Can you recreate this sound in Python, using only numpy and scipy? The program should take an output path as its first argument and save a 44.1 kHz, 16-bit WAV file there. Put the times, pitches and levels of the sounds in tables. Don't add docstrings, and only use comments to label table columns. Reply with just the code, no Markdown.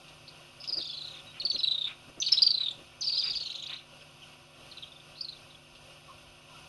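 import sys
import numpy as np
from scipy import signal
from scipy.fft import rfft, irfft
from scipy.io import wavfile

SR = 44100
rng = np.random.default_rng(int(sys.argv[2]) if len(sys.argv) > 2 else 0)


def unload_audio(sound):
    columns = np.transpose(np.atleast_2d(sound))
    steps = np.round(np.clip(columns, -1, 1) * 32767)
    wavfile.write(sys.argv[1], SR, steps.astype(np.int16))


N = 294984
TIME = np.arange(N) / SR
SIZE = 2 ** 19
FREQS = np.arange(SIZE // 2 + 1) * SR / SIZE


def undb(db):
    return 10 ** (np.asarray(db) / 20)


def unit(x):
    return x / np.sqrt(np.mean(x ** 2) + 1e-18)


def add(track, start, sound):
    i = max(int(start * SR), 0)
    track[i:i + len(sound)] += sound[:N - i]


def curve(points, hz):
    knots, db = np.transpose(points)
    return undb(np.interp(np.log(np.maximum(hz, 1)), np.log(knots), db))


def bells(bands):
    return undb(sum(db * np.exp(-2 * ((FREQS - hz) / width) ** 2) for hz, width, db in bands))


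def coloured(points):
    spectrum = rfft(rng.standard_normal(SIZE)) * curve(points, FREQS)
    return unit(irfft(spectrum)[:N])


def wobble(rate_hz):
    spectrum = rfft(rng.standard_normal(SIZE)) / (1 + (FREQS / rate_hz) ** 4)
    return unit(irfft(spectrum)[:N])


def swell(length):
    return np.hanning(max(int(length * SR), 8))


def puffs(table, colour):
    gate = np.zeros(N)
    for start, length, db in table:
        add(gate, start, undb(db) * swell(length))
    return gate * coloured(colour)


def outdoor_hiss(sway_db=1.27, ripple_db=2.4, ripple_hz=60):
    # pitch_hz, level_db
    air_colour = [(20, -9.5), (45, -4), (130, 3), (220, -9), (560, -3), (1400, -8), (1750, -9), (2150, -8),
                  (2650, -2.5), (3500, -8), (4300, -12), (6000, -8), (7800, -31), (8700, -17), (11300, -18),
                  (12400, -42)]
    # pitch_hz, width_hz, level_db
    air_bands = [(455, 30, 6), (550, 50, 6), (740, 70, 3), (975, 40, 3), (1110, 90, 3), (1365, 50, 4),
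                 (1450, 30, 4), (2540, 60, 3.5), (2660, 30, 3), (2770, 40, 3.5), (2860, 70, 3.5),
                 (3140, 40, 4)]
    # time_s, level_db
    air_level = [(0, -53.6), (5.6, -54.1), (6.15, -52.7), (6.69, -53.3)]
    knots = np.arange(0, SR / 2, ripple_hz)
    ripple = np.interp(FREQS, knots, rng.standard_normal(len(knots))) * np.minimum(FREQS / 4000, 1)
    spectrum = rfft(coloured(air_colour), SIZE) * bells(air_bands) * undb(ripple_db * ripple)
    air = unit(irfft(spectrum)[:N])
    level_db = np.interp(TIME, *np.transpose(air_level)) + sway_db * wobble(3.56)
    return air * undb(level_db)


def mains_hum():
    # pitch_hz, level_db
    partials = [(50, -101), (150, -65.5), (250, -69.5), (350, -69)]
    return sum(undb(db) * unit(np.sin(2 * np.pi * (hz * TIME + rng.random()))) for hz, db in partials)


def ticks(decay_s=0.017):
    # start_s, level_db
    tick_times = [(0.082, -51), (0.64, -40.5), (5.75, -52.5)]
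    # pitch_hz, level_db
    tick_colour = [(1500, -47), (2700, 3), (3700, 0), (4800, -3), (6500, -12), (11000, -59)]
    gate = np.zeros(N)
    for start, db in tick_times:
        add(gate, start, undb(db) * np.exp(-TIME[:SR // 20] / decay_s))
    return gate * coloured(tick_colour)


def scatter(note, share, spread_s=.009, count=6):
    lags = rng.random(count)
    paths = np.zeros(int(spread_s * SR) + 40)
    paths[(lags * spread_s * SR).astype(int) + 30] = rng.standard_normal(count) * np.exp(-lags)
    paths *= share / np.linalg.norm(paths)
    paths[0] = 1
    heard = signal.fftconvolve(note, paths)
    return heard * np.linalg.norm(note) / np.linalg.norm(heard)


def whistles(notes, octave_db, knee=.62, attack_s=0.00066, fade=0.14, jitter_hz=25, rasp_hz=320,
             scoop_hz=80, break_rough=0.7, smear=1.0, hook_octave_db=5, flutter=.65, hook_db=-4.5):
    # pitch_hz, level_db
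    throat = [(2000, -20), (2600, 3), (3300, -1.5), (4200, 2), (5200, 10.5), (6200, 2.5), (7000, -24),
              (7800, -19.5), (10500, -13), (12000, -24)]
    out = np.zeros(N)
    jitter, shimmer = wobble(450), np.tanh(wobble(700))
    for start, length, open_hz, mid_hz, close_hz, db, rough in notes:
        t = np.arange(int(length * SR)) / SR
        u = t / length
        here = slice(int(start * SR), int(start * SR) + len(t))
        hook = np.clip((u - knee) / (1 - knee), 0, 1)
        glide = (np.minimum(u, knee) - .18) / 0.345
        hz = open_hz + (mid_hz - open_hz) * glide + (close_hz - mid_hz) * hook
        hz = hz - scoop_hz * np.exp(-t / attack_s)
        unsteady = np.minimum(rough + break_rough * hook, 1)
        shaken_hz = hz + (jitter_hz + rasp_hz * unsteady) * jitter[here]
        phase = 2 * np.pi * np.cumsum(shaken_hz) / SR
        attack = np.sin(np.pi / 2 * np.minimum(t / attack_s, 1)) ** 2
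        effort = attack * np.clip((1 - u) / fade, 0, 1)
        effort = effort * np.exp(flutter * unsteady * shimmer[here]) * undb(hook_db * hook)
        fundamental = curve(throat, hz) * np.sin(phase)
        octave = undb(octave_db + hook_octave_db * hook) * curve(throat, 2 * hz) * np.sin(2 * phase)
        voice = fundamental + octave
        add(out, start, undb(db) * scatter(unit(effort * voice), smear * (rough + 0.6)))
    return out


def trill_notes(stray_pitch=0.0058, stray_db=0.58):
    # start_s, end_s,
    # first_gap_s, last_gap_s, sounding_share_of_gap, first_lead, last_lead, first_hook, last_hook, roughness (0-1)
    trill_rows = [(0.676, 1.188, .0478, .0262, .6, 1.02, 1.04, .78, .92, .28),
                  (0.813, 0.928, .0398, .0358, .42, 1.0, .99, .9, .95, .12),
                  (1.399, 1.873, .0517, .0273, .47, 1.06, .96, .64, 1.02, .2),
                  (2.263, 2.371, .055, .0505, .52, 1.11, .92, .66, .66, .2),
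                  (2.42, 2.684, .044, .0215, .4, .97, 1.0, .6, .95, .2),
                  (3.017, 3.364, .0541, .0326, .4, 1.05, .94, .62, .9, .22),
                  (3.038, 3.272, .0569, .0338, .48, 1.0, 1.01, .96, .98, .25),
                  (3.176, 3.788, .0622, .0273, .52, 1.02, .88, .78, 1.02, .33),
                  (4.714, 4.999, .0572, .0355, .28, 1.12, .93, .85, .97, .22),
                  (5.208, 5.364, .038, .0413, .24, .98, .96, 1.03, 1.05, .12)]
    # pitch mostly sinks as the breath runs out, level follows the fly-by
    # time_s, pitch_hz, level_db
    courses = [
        [(0.675, 4920, -32.5), (0.76, 4837, -26), (0.81, 4550, -50), (1.0, 4100, -37), (1.186, 3530, -50)],
        [(0.812, 3680, -37), (0.927, 3430, -39.5)],
        [(1.399, 4120, -33), (1.452, 4390, -24.5), (1.5, 4300, -26), (1.585, 4000, -30), (1.635, 3970, -24),
         (1.705, 3977, -23.5), (1.745, 3740, -30.5), (1.84, 3744, -28.5), (1.873, 3680, -35)],
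        [(2.263, 3950, -27), (2.319, 4060, -31), (2.371, 4120, -25)],
        [(2.42, 4896, -15.5), (2.504, 4603, -21), (2.545, 4200, -27), (2.684, 3625, -27.5)],
        [(3.017, 4430, -31.5), (3.07, 4580, -26), (3.216, 3880, -33.5), (3.364, 3720, -39.5)],
        [(3.038, 5270, -36), (3.099, 4740, -30.5), (3.19, 4840, -32), (3.272, 4760, -32)],
        [(3.176, 4866, -29.5), (3.238, 4790, -31), (3.35, 4710, -31), (3.46, 4100, -37), (3.6, 3856, -39.5),
         (3.73, 3970, -38.5), (3.788, 3810, -48.5)],
        [(4.714, 3820, -45.5), (4.827, 3560, -39), (4.872, 3660, -48.5), (4.999, 3560, -52)],
        [(5.208, 4630, -30.5), (5.246, 4330, -35.5), (5.283, 4240, -35.5), (5.364, 3520, -52)],
    ]
    notes = []
    for row, course in zip(trill_rows, courses):
        start, end, first_gap, last_gap, share, *ratios, rough = row
        first_lead, last_lead, first_hook, last_hook = ratios
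        times, pitches, levels = np.transpose(course)
        when = start
        for off_pitch, off_level in rng.standard_normal((24, 2)):
            if when > end + last_gap / 2:
                break
            blend = lambda first, last: np.interp(when, (start, end), (first, last))
            gap = blend(first_gap, last_gap)
            hz = np.interp(when, times, pitches) * (1 + stray_pitch * off_pitch)
            db = np.interp(when, times, levels) + stray_db * off_level
            open_hz = hz * blend(first_lead, last_lead)
            close_hz = hz * blend(first_hook, last_hook)
            notes.append((when, share * gap, open_hz, hz, close_hz, db, rough))
            when = when + gap
    return notes


def near_birds(trim_db=-1.04):
    # start_s, length_s, open_hz, mid_hz, close_hz, level_db, roughness (0-1)
    single_notes = [(0.276, 0.018, 4410, 4490, 4270, -46.5, 0.6),
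                    (0.601, 0.023, 4740, 4750, 4700, -46, 0.8), (0.633, 0.011, 4850, 5170, 5030, -42, 0.3),
                    (1.267, 0.057, 3860, 3790, 3720, -52, 0.03), (1.52, 0.022, 6000, 6070, 6170, -45, 0.11),
                    (1.579, 0.033, 5000, 5130, 5240, -41, 0.4), (2.201, 0.012, 5970, 6020, 6000, -25, 0.1),
                    (2.221, 0.0079, 3790, 3570, 2720, -25, 0.08),
                    (2.32, 0.018, 5265, 5186, 2560, -18, 0.17),
                    (2.706, 0.0079, 3700, 3720, 2650, -33.5, 0.7),
                    (3.009, 0.0065, 6050, 6150, 6100, -34, 0.05),
                    (4.009, 0.0197, 3120, 2760, 2520, -53, 0.03),
                    (4.22, 0.023, 3160, 2965, 2980, -49.5, 0.1), (5.152, 0.054, 4040, 4440, 3800, -51, 0.6),
                    (5.502, 0.011, 3900, 3800, 3550, -52.5, 0.3),
                    (5.548, 0.0083, 3480, 3370, 3320, -49, 0.1)]
    return undb(trim_db) * whistles(trill_notes() + single_notes, octave_db=-15)


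def wings():
    # start_s, length_s, level_db
    strokes = [(0.679, 0.064, -50.5), (0.744, 0.083, -44), (1.414, 0.069, -49.5), (1.522, 0.07, -47.5),
               (2.066, 0.05, -49), (2.152, 0.066, -49), (2.688, 0.048, -56.5), (2.753, 0.1, -50.5),
               (3.272, 0.064, -52.5), (3.4, 0.025, -51.5), (3.91, 0.043, -57.5), (4.0, 0.048, -55.5),
               (4.522, 0.13, -57.5)]
    # pitch_hz, level_db
    wing_colour = [(40, -8), (130, -13), (350, 0.5), (550, -0.5), (900, -19.5), (1800, -13), (4000, -36)]
    return puffs(strokes, wing_colour)


def chase_notes(gap_s=.023, length_s=0.015, close_hz=3000, spread_db=2.0, rough=0.42):
    # start_s, end_s, first_pitch_hz, last_pitch_hz, first_level_db, last_level_db
    chases = [(0.797, 1.204, 4620, 3775, -40.5, -56.5), (2.221, 2.437, 4485, 4410, -36, -44.5),
              (3.019, 3.394, 4506, 3904, -37, -45.5), (3.403, 3.776, 3946, 3356, -43, -52.5)]
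    notes = []
    for start, end, first_hz, last_hz, first_db, last_db in chases:
        for when, (early, pitch, size) in zip(np.arange(start, end, gap_s), rng.standard_normal((80, 3))):
            along = (when - start) / (end - start)
            hz = (first_hz + along * (last_hz - first_hz)) * (1 + .05 * pitch)
            db = first_db + along * (last_db - first_db) + spread_db * size
            notes.append((when + .003 * early, length_s, hz, .87 * hz, close_hz, db, rough))
    return notes


def far_chases():
    return whistles(chase_notes(), octave_db=-8.5)


def rasps(pulse_hz=420, pulse_decay=0.9):
    # start_s, length_s, level_db
    buzzes = [(1.108, 0.11, -55.5), (1.331, 0.081, -49), (1.85, 0.087, -43), (2.306, 0.052, -46),
              (2.591, 0.054, -49.5), (2.9, 0.073, -59), (3.218, 0.093, -45.5), (3.673, 0.1, -43.5),
              (3.787, 0.047, -55)]
    # pitch_hz, level_db
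    rasp_colour = [(500, -17), (1000, -8.5), (1400, -4), (1900, -1.5), (2450, 4.5), (2900, 3), (4000, -15),
                   (6500, -66)]
    cycle = np.cumsum(pulse_hz * (1 + 0.089 * wobble(80))) / SR % 1
    gate = np.zeros(N)
    for start, length, db in buzzes:
        add(gate, start, undb(db) * np.sqrt(swell(length)))
    return gate * unit(coloured(rasp_colour) * np.exp(-cycle / pulse_decay))


def breeze():
    # start_s, length_s, level_db
    bumps = [(3.28, .14, -65), (5.68, .11, -67), (6.22, .13, -61)]
    # pitch_hz, level_db
    bump_colour = [(20, -13), (40, 12), (65, 2), (130, -41), (400, -32), (1500, -60)]
    return puffs(bumps, bump_colour)


def far_bird(hoarse_hz=65):
    # start_s, length_s, open_hz, close_hz, level_db
    slurs = [(6.07, 0.069, 1124, 1030, -51.5), (6.483, 0.061, 990, 1095, -58),
             (6.526, 0.059, 1386, 1300, -56)]
    out, jitter = np.zeros(N), wobble(210)
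    for start, length, open_hz, close_hz, db in slurs:
        shape = swell(length)
        shake = jitter[int(start * SR):][:len(shape)]
        hz = np.linspace(open_hz, close_hz, len(shape)) + hoarse_hz * shake
        add(out, start, undb(db) * shape * unit(np.sin(2 * np.pi * np.cumsum(hz) / SR)))
    return out


def outdoors(x, ground_db=-14, ground_s=0.0027, near_db=-10, bush_db=-19):
    lag = ground_s * (1 + 0.188 * wobble(1.17))
    out = x + undb(ground_db) * np.interp(TIME - lag, TIME, x)
    t = TIME[:SR // 2]
    for db, t60, delay in ((near_db, .19, .004), (bush_db, .42, .02)):
        echo = rng.standard_normal(len(t)) * undb(-60 * t / t60) * (t > delay)
        out = out + undb(db) * signal.fftconvolve(x, echo / np.linalg.norm(echo))[:N]
    return out


def scene():
    birds = near_birds() + far_chases() + rasps() + far_bird() + ticks()
    mix = outdoors(birds) + wings() + breeze() + outdoor_hiss() + mains_hum()
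    return mix[None]


def record(dry, top_hz=11750):
    # pitch_hz, width_hz, level_db
    chain_colour = [(450, 109, -7.5), (871, 73, -8.5), (1679, 83, -18), (1847, 36, -37), (2075, 190, -7),
                    (5788, 220, -23.5), (5830, 300, 2), (6400, 185, -9), (9570, 360, -6.5),
                    (10830, 230, -9.5)]
    cepstrum = irfft(np.log(bells(chain_colour)))
    cepstrum[1:SIZE // 2] *= 2
    cepstrum[SIZE // 2 + 1:] = 0
    heard = irfft(rfft(dry, SIZE) * np.exp(rfft(cepstrum)))[:, :N]
    return signal.sosfilt(signal.ellip(8, .2, 70, top_hz, fs=SR, output="sos"), heard)


dry = scene()
out = record(dry)
unload_audio(out)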